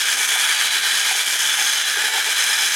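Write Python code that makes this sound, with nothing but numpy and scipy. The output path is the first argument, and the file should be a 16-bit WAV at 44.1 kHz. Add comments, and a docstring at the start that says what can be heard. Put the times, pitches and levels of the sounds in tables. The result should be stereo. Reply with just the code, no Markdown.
"""On a table in a small room, a wind-up fishing toy runs, heard from close by.
Its escapement (two small pallets that stop and free a wheel) beats about 240 times a second.
The beats, their chatter and a fizz of gear teeth ring resonances of a hollow plastic case.
The gear train drags about nine times a second, slowing and softening the buzz.
Now and then loose pieces knock on the turntable as decaying tones, or rattle; quiet noise is the room."""
import sys
import numpy as np
from scipy import signal
from scipy.fft import rfft, irfft, next_fast_len
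from scipy.io import wavfile
from scipy.ndimage import uniform_filter1d, map_coordinates

SR = 44100
rng = np.random.default_rng(int(sys.argv[2]) if len(sys.argv) > 2 else 0)


def persist_wave(psi):
    """Save psi, clipped to +-1, as 16-bit WAV."""
    counts = np.round(np.clip(psi, -1, 1) * 32767).astype(np.int16)
    wavfile.write(sys.argv[1], SR, np.atleast_2d(counts).T)


N = 121275  # length in samples

# moments when the gear train drags: middle_s [s], loss_db [dB], half_length_s [s]
GEAR_DRAGS = [(0.046, 4, .011), (0.161, 4, .018), (0.276, 3.5, .016), (0.371, 3.5, .016), (0.474, 2, .014),
              (0.574, 3.5, .022), (0.695, 6, .016), (0.81, 3.5, 0.024), (0.931, 1, .016), (1.032, 2, 0.018),
              (1.143, 1.5, .014), (1.248, 5.5, .014), (1.381, 4, 0.019), (1.514, 1.5, .012),
              (1.567, 3, .012), (1.719, 1.5, .014), (1.84, 4, .017), (1.964, 2.5, 0.019),
              (2.034, 1.5, 0.0099), (2.113, 5, .022), (2.232, 4, .022), (2.35, 2.5, .018), (2.465, 1, .014),
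              (2.575, 2, .012), (2.7, 2.5, .016)]


def gear_train_drag():
    """Each drag of the gears grows and fades like a bell; gives the loss in dB over time."""
    return sum(loss_db * swell(middle_s, half_s) for middle_s, loss_db, half_s in GEAR_DRAGS)


# pace of the escapement when nothing drags: time_s [s], pace_hz [beats per second]
FREE_PACE = [(0, 275), (.3, 276), (.5, 258), (.75, 253), (1.0, 260), (1.3, 244), (1.48, 258), (1.8, 254),
             (2.0, 229), (2.2, 240), (2.45, 243), (2.62, 250), (2.75, 238)]
SLOWING_PER_DB = .035  # share of the pace lost per dB of drag
BEAT_JITTER_BEATS, BEAT_SPREAD_DB = .08, 1.1  # random spread of beat timing and of beat strength
LIMP_DB = .5  # one pallet is this much stronger than average, the other this much weaker
CHATTER_PER_S, CHATTER_DECAY_BEATS = 12000, 0.42  # rebounds after each beat, and how fast they die
TEETH_PER_S = 9000
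CHATTER_DB, TEETH_DB = 10, 6  # against the strikes
CLACK_DB = 3.5  # heavy blows against the fine contacts
RECOIL_DELAY_BEATS, RECOIL_DB = .45, -4.5  # against the strikes


def escapement(drag_db):
    """Two pallets strike in turn, recoil and chatter while gear teeth click; gives heavy and fine forces."""
    free_pace_hz, = in_time(FREE_PACE)
    pace_hz = free_pace_hz * (1 - SLOWING_PER_DB * drag_db)
    beats = np.cumsum(pace_hz) / SR
    marks = np.arange(N // 100)
    jitter = BEAT_JITTER_BEATS * np.interp(beats, marks, rng.standard_normal(len(marks)))
    beats = beats + 1 + jitter

    limp_db = LIMP_DB * (-1) ** marks
    beat_force = from_db(BEAT_SPREAD_DB * rng.standard_normal(len(marks)) + limp_db)
    force = beat_force[beats.astype(int)]

    def blows(delay_beats):
        """One click each time the beat count passes a whole number."""
        return force * (np.diff(np.floor(beats - delay_beats), prepend=np.inf) > 0)

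    strikes = blows(0)
    recoils = blows(RECOIL_DELAY_BEATS)
    chatter = force * grains(CHATTER_PER_S) * np.exp(-(beats % 1) / CHATTER_DECAY_BEATS)
    teeth = grains(TEETH_PER_S)
    fine = rms_one(strikes) + from_db(CHATTER_DB) * rms_one(chatter) + from_db(TEETH_DB) * rms_one(teeth)
    fine = rms_one(fine)
    clacks = rms_one(strikes + from_db(RECOIL_DB) * recoils)
    heavy = rms_one(fine + from_db(CLACK_DB) * clacks)
    return heavy, fine


# slow changes of level: time_s [s], case_db (lower modes) [dB], treble_db [dB]
SLOW_LEVELS = [(0, 1, 1), (.06, -0.5, -1), (.13, 0, 1.5), (.22, -0.5, 1), (.28, -0.5, 1.5), (.42, 1.5, 0),
               (.6, 1, -0.5), (.8, 1, -0.5), (1.0, -0.5, -0.5), (1.1, -0.1, -0.5), (1.3, -1.5, 0),
               (1.4, -0.5, 1), (1.465, -0.5, 0), (1.52, 0.5, -.5), (1.66, 0, 0), (1.79, -0.5, -2),
               (1.88, 0, -2), (2.0, 0, -2), (2.07, 1, -0.7), (2.28, 0.5, -0.6), (2.4, 0.5, 0),
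               (2.52, 1, -0.5), (2.64, 0.2, 1), (2.75, 0.5, 0)]
# dry tick of the contacts, relative levels: pitch_hz [Hz], level_db [dB per Hz]
TICK_COLOUR = [(30, -55), (100, -30), (200, -19.5), (350, -15), (600, -15.5), (1100, -13), (1500, -3),
               (3500, -4.5), (4300, -7), (5500, -1.5), (7500, -3), (8500, -6), (9400, -4.5), (11500, -6),
               (13200, -12.5), (14000, -18), (16000, -20)]
# dry clack of the heavy blows, relative levels: pitch_hz [Hz], level_db [dB per Hz]
CLACK_COLOUR = [(100, -35.5), (1000, -16.5), (1650, 1.5), (2000, -3), (2350, -4.5), (2750, -5.5),
                (3300, 2.5), (4000, -6.5), (4300, -11), (16000, -41.5)]
# resonances of the plastic case: pitch_hz [Hz], width_hz [Hz], level_db (rms, before level changes) [dB]
CASE_RESONANCES = [(450, 120, -51.5), (642, 42, -52), (811, 110, -44), (883, 41, -43.5), (991, 28, -45.5),
                   (1247, 80, -39), (1400, 56, -41), (1489, 28, -37.5), (1568, 42, -35), (1617, 13, -34),
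                   (1698, 42, -31.5), (1784, 28, -37), (1834, 63, -42), (1868, 15, -39), (1958, 11, -41),
                   (2023, 34, -44.5), (2117, 52, -37), (2265, 23, -34.5), (2300, 24, -37), (2397, 43, -33),
                   (2510, 15, -39.5), (2730, 16, -41.5), (2928, 21, -38), (3019, 44, -32.5),
                   (3093, 30, -36.5), (3193, 17, -34.5), (3266, 69, -33.5), (3384, 25, -33),
                   (3403, 24, -37), (3485, 29, -34), (3610, 63, -43), (3773, 76, -39), (3918, 36, -36.5),
                   (3976, 18, -36.5), (4077, 79, -37), (4390, 71, -42), (4570, 14, -44.5),
                   (4670, 40, -39.5), (4740, 40, -41.5), (5124, 47, -36), (5240, 320, -36.5),
                   (5470, 82, -43), (5720, 100, -48), (6156, 59, -36.5), (6213, 80, -37), (6420, 170, -37),
                   (6700, 190, -35.5), (7350, 220, -41.5), (8110, 93, -41), (9390, 370, -34),
                   (10700, 360, -41.5), (12300, 330, -52)]
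# groups of resonances that swell and fade together: lowest_hz [Hz], highest_hz [Hz]
SWELLING_RANGES = [(1450, 1900), (2200, 2600), (2900, 3600), (3850, 4200), (4500, 4900), (5000, 5400),
                   (5900, 6500)]
# one curve for each of those groups: time_s [s], level_db [dB]
SWELLING_LEVELS = [
    [(0, -0.5), (.45, 0.5), (.62, -0.5), (.77, 1.5), (1.25, -0.5), (1.85, -1), (2.0, 3), (2.25, -1.5),
     (2.5, 1), (2.75, 0)],
    [(0, -1), (.22, 2.5), (.35, 0), (.64, 2.5), (.85, -1.5), (1.1, 2), (1.48, 0.5), (1.75, -6),
     (1.98, -1.5), (2.2, 1), (2.4, -1), (2.75, 1)],
    [(0, 2), (.3, -1.5), (.75, -0.5), (1.17, 0.5), (1.35, 1), (1.46, 3.5), (1.65, -1), (1.8, 1.5),
     (1.97, -2), (2.2, -1), (2.54, -0.5), (2.75, 0)],
    [(0, 0), (.3, -4.5), (.55, 0), (.76, 2.5), (1.1, 1.5), (1.5, -7.5), (1.7, 1), (1.9, -0.5), (2.35, 2),
     (2.62, 1), (2.75, -2)],
    [(0, 2), (.35, -8), (.55, 5), (.75, 3), (1.1, 2), (1.55, -8), (1.68, 5), (1.9, 1), (2.75, -3)],
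    [(0, 4.5), (.3, -6), (.55, -6), (.95, 3.5), (1.2, -2), (1.66, 1), (1.9, 0), (2.3, 1), (2.55, 3.5),
     (2.75, 2.5)],
    [(0, -1), (.13, 3), (.55, -0.5), (.95, -1), (1.5, 1), (1.65, 7), (1.8, 4), (1.9, 0), (2.25, -5),
     (2.41, 3.5), (2.55, -2), (2.75, 4)],
]
TREBLE_FROM_HZ = 4300
TICK_DB, CLACK_BODY_DB = -24, -28.5
INNER_DB, INNER_DECAY_S = -3.5, 0.0035  # reflections inside the case
RING_WANDER_DB, RING_WANDER_HZ = 1.6, 5  # each resonance comes and goes
BODY_DRAG_SHARE = 0.8  # the lower modes lose less to a drag than the treble


def case(heavy, fine, drag_db):
    """Heavy blows ring the case's lower modes; fine contacts tick, ring upper ones and bounce inside."""
    case_db, treble_db = in_time(SLOW_LEVELS)
    swellings = [(lowest_hz, highest_hz, in_time(curve)[0])
                 for (lowest_hz, highest_hz), curve in zip(SWELLING_RANGES, SWELLING_LEVELS)]

    treble_only = signal.butter(2, TREBLE_FROM_HZ, "high", fs=SR, output="sos")
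    inner = signal.sosfilt(treble_only, echoes(varied(fine), INNER_DECAY_S))
    tick = rms_one(colour(fine + from_db(INNER_DB) * inner, TICK_COLOUR))
    clack = rms_one(colour(varied(heavy), CLACK_COLOUR))
    low = from_db(CLACK_BODY_DB) * clack
    high = from_db(TICK_DB) * tick

    # the resonances take turns with 7 pairs of contacts and 11 slow level changes
    drives = [(varied(heavy), varied(fine)) for _ in range(7)]
    wanders = [from_db(RING_WANDER_DB * drift(RING_WANDER_HZ)) for _ in range(11)]
    for k, (hz, width_hz, level_db) in enumerate(CASE_RESONANCES):
        is_upper = hz > TREBLE_FROM_HZ
        drive = drives[k % len(drives)][int(is_upper)]
        # weaken what each resonance lets through far from its own pitch
        band = [hz / 1.25, min(hz * 1.25, .45 * SR)]
        near_pitch = signal.butter(1, band, "band", fs=SR, output="sos")
        ringing = signal.sosfilt(near_pitch, resonate(drive, hz, width_hz))
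        swelling_db = sum(curve for lowest, highest, curve in swellings if lowest < hz < highest)
        ringing = from_db(level_db + swelling_db) * rms_one(wanders[k % len(wanders)] * ringing)
        if is_upper:
            high = high + ringing
        else:
            low = low + ringing
    low_gain = from_db(case_db - BODY_DRAG_SHARE * drag_db)
    high_gain = from_db(treble_db - drag_db)
    return low_gain * low + high_gain * high


# knocks of a piece on the turntable: start_s [s], hollow_ring_db [dB], low_thud_db [dB]
TURNTABLE_KNOCKS = [(.357, -27, -51), (1.109, -24.5, -46), (1.148, -32, -50), (1.351, -45, -44),
                    (1.583, -33, -41), (1.619, -31, -46), (1.969, -34, -31.5), (2.036, -30, -37),
                    (2.148, -29.5, -41), (2.178, -31, -40), (2.266, -44, -36), (2.284, -37, -38)]
# modes of the turntable: pitch_hz [Hz], level_db (added to the knock) [dB], time to fall 60 dB: t60_s [s]
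TURNTABLE_MODES = [(381.9, 0, 0.061), (447.9, 0.5, 0.061), (685, -6.5, 0.042), (772, 1.5, 0.068),
                   (867.8, 1, 0.058), (1430, -3, 0.055)]
THUD_BELOW_HZ, KNOCK_LOWEST_HZ = 600, 200


def knocks():
    """A piece drops on the turntable: one firm blow starts its hollow upper and thudding lower modes."""
    t, out = np.arange(N) / SR, 0
    for start_s, ring_db, thud_db in TURNTABLE_KNOCKS:
        age_s = np.maximum(t - start_s, 0)
        for k, (hz, mode_db, t60_s) in enumerate(TURNTABLE_MODES):
            strength_db = mode_db + (thud_db if hz < THUD_BELOW_HZ else ring_db)
            fading = from_db(strength_db - 60 * np.minimum(age_s / t60_s, 3))
            # every second mode starts the opposite way
            out = out + (-1) ** k * fading * np.sin(2 * np.pi * hz * age_s)
    return signal.sosfilt(signal.butter(2, KNOCK_LOWEST_HZ, "high", fs=SR, output="sos"), out)


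# rattles of the loose pieces: middle_s [s], half_length_s [s], hollow_ring_db [dB], low_thrum_db [dB]
PIECE_RATTLES = [(0.18, 0.056, -39, -47.5), (0.654, 0.053, -46, -57), (1.6, .025, -36, -45.5),
                 (1.671, 0.051, -43, -52), (2, 0.037, -40, -42), (2.089, 0.037, -39, -45),
                 (2.163, 0.03, -32, -42.5), (2.28, 0.028, -37, -49), (2.616, 0.044, -36.5, -54)]
RING_HZ, RING_WIDTH_HZ = 805, 220
THRUM_HZ, THRUM_WIDTH_HZ = 370, 360


def rattles(contacts):
    """Loose pieces touch the shaking turntable and rattle briefly: a hollow ring and a lower thrum."""
    ring_gain = sum(from_db(db) * swell(s, half_s) for s, half_s, db, _ in PIECE_RATTLES)
    thrum_gain = sum(from_db(db) * swell(s, half_s) for s, half_s, _, db in PIECE_RATTLES)

    def rattle(hz, width_hz):
        """The contacts passed twice through one resonance, then held steady."""
        once = resonate(varied(contacts), hz, width_hz)
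        return evened(resonate(once, hz, width_hz))

    return ring_gain * rattle(RING_HZ, RING_WIDTH_HZ) + thrum_gain * rattle(THRUM_HZ, THRUM_WIDTH_HZ)


# colour of the side sound, relative levels: pitch_hz [Hz], level_db [dB per Hz]
SIDE_COLOUR = [(40, -27), (130, 8), (300, 15.5), (500, 9), (800, 18), (1200, 11), (2000, -85), (7200, -47),
               (8300, -56), (9600, 23), (11000, 24.5), (13000, 22), (14000, 10), (16000, -5)]
SIDE_DB, SIDE_DECAY_S = -33.5, 0.0012


def side_sound(contacts):
    """Opposite in the two channels: some bass, almost nothing at 2-8 kHz, strong hiss above 9 kHz."""
    _, treble_db = in_time(SLOW_LEVELS)
    smeared = smear(varied(contacts), SIDE_DECAY_S)
    return from_db(SIDE_DB + treble_db) * rms_one(colour(smeared, SIDE_COLOUR))


# left minus right, for the toy: pitch_hz [Hz], difference_db [dB]
LEFT_MINUS_RIGHT = [(100, 0), (700, -1.2), (1300, 0), (7000, 0), (10000, -1.6), (13000, 1.4), (16000, 1)]


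def two_channels(mid, side):
    """The side sound is added on the left and subtracted on the right; each gets half the balance."""
    channels = []
    for sign in (1, -1):
        balance = [(hz, sign * db / 2) for hz, db in LEFT_MINUS_RIGHT]
        channels.append(colour(mid + sign * side, balance))
    return np.array(channels)


# room tone, relative levels: pitch_hz [Hz], level_db [dB per Hz]
ROOM_COLOUR = [(20, 6), (70, -2), (200, 13.5), (1000, -13), (16000, -34)]
ROOM_DB = -66.5


def room_tone():
    """Steady random noise, strongest in the bass, stands for the quiet room."""
    return from_db(ROOM_DB) * rms_one(colour(rng.standard_normal(N), ROOM_COLOUR))


def from_db(db):
    """Decibels to gain."""
    return 10 ** (np.asarray(db) / 20)


def rms_one(x):
    """Scale to an average strength (rms) of 1."""
    return x / np.sqrt(np.mean(x ** 2) + 1e-20)


def in_time(rows):
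    """Columns of a table as curves over time."""
    time_s, *columns = np.transpose(rows)
    return [np.interp(np.arange(N) / SR, time_s, column) for column in columns]


def swell(middle_s, half_s):
    """A bell-shaped rise and fall round a moment."""
    distance = (np.arange(N) / SR - middle_s) / half_s
    return np.exp(-np.minimum(distance ** 2, 50))


def drift(hz):
    """Smooth random curve of spread about 1, led to a new random value so many times a second."""
    places = np.arange(N) / SR * hz + 5
    return map_coordinates(rng.standard_normal(200), [places], order=3, mode="mirror")


def uneven(spread_db):
    """A random sign and strength for every sample."""
    strength_db = spread_db * np.clip(rng.standard_normal(N), -2, 2)
    return rng.choice([-1, 1], N) * from_db(strength_db)


def grains(per_s):
    """Random tiny clicks of uneven size and sign."""
    return (rng.random(N) < per_s / SR) * uneven(spread_db=2)


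def varied(contacts):
    """The same contacts, each with a new sign and strength."""
    return contacts * uneven(spread_db=2)


def resonate(x, hz, width_hz):
    """One resonance: a filter that rings at its pitch, longer when narrow."""
    r = np.exp(-np.pi * width_hz / SR)
    return signal.lfilter([1, 0, -1], [1, -2 * r * np.cos(2 * np.pi * hz / SR), r * r], x + 1e-18)


def colour(x, points):
    """Filter that follows a table of (Hz, dB) without sounding ahead of its input."""
    size = 2 * next_fast_len(N)
    hz, db = np.transpose(points)
    grid_hz = np.maximum(np.arange(size // 2 + 1) * SR / size, 1)
    gain = from_db(np.interp(np.log(grid_hz), np.log(hz), db))
    # folding the cepstrum (the spectrum of the log gain) gives the filter minimum phase
    cepstrum = irfft(np.log(gain))
    cepstrum[1:size // 2] *= 2
    cepstrum[size // 2 + 1:] = 0
    return irfft(rfft(x, size) * np.exp(rfft(cepstrum)))[:N]


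def smear(x, decay_s):
    """Spread each click into a short burst of dying noise, with about the power of its source."""
    t = np.arange(SR // 10) / SR
    tail = rng.standard_normal(len(t)) * np.exp(-t / decay_s)
    return signal.fftconvolve(x, tail / np.linalg.norm(tail))[:N]


def echoes(x, decay_s):
    """A dense, quickly dying cloud of reflections, made by smearing the sound."""
    return smear(x, decay_s)


def evened(x):
    """Hold a sound near an rms of 1, keeping only its fast grain."""
    window = int(0.027 * SR)  # 0.027 s
    nearby_power = np.abs(uniform_filter1d(x ** 2, window))
    return x / np.sqrt(nearby_power + np.mean(x ** 2) / 20)


def scene():
    """The running toy, its knocking and rattling pieces and the quiet room."""
    drag_db = gear_train_drag()
    heavy, fine = escapement(drag_db)
    loose = rattles(heavy) + knocks()
    mid = case(heavy, fine, drag_db) + loose
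    loose_side = from_db(-17) * smear(loose, SIDE_DECAY_S)
    side = from_db(-drag_db) * side_sound(fine) + loose_side
    return two_channels(mid, side) + room_tone()


def record(dry):
    """The tallest peaks are rounded and the top is cut steeply."""
    peak_level, cutoff_hz = .66, 15900
    rounded = dry / (1 + (dry / peak_level) ** 6) ** (1 / 6)
    return signal.sosfilt(signal.ellip(12, .2, 80, cutoff_hz, fs=SR, output="sos"), rounded)


dry = scene()
out = record(dry)
persist_wave(out)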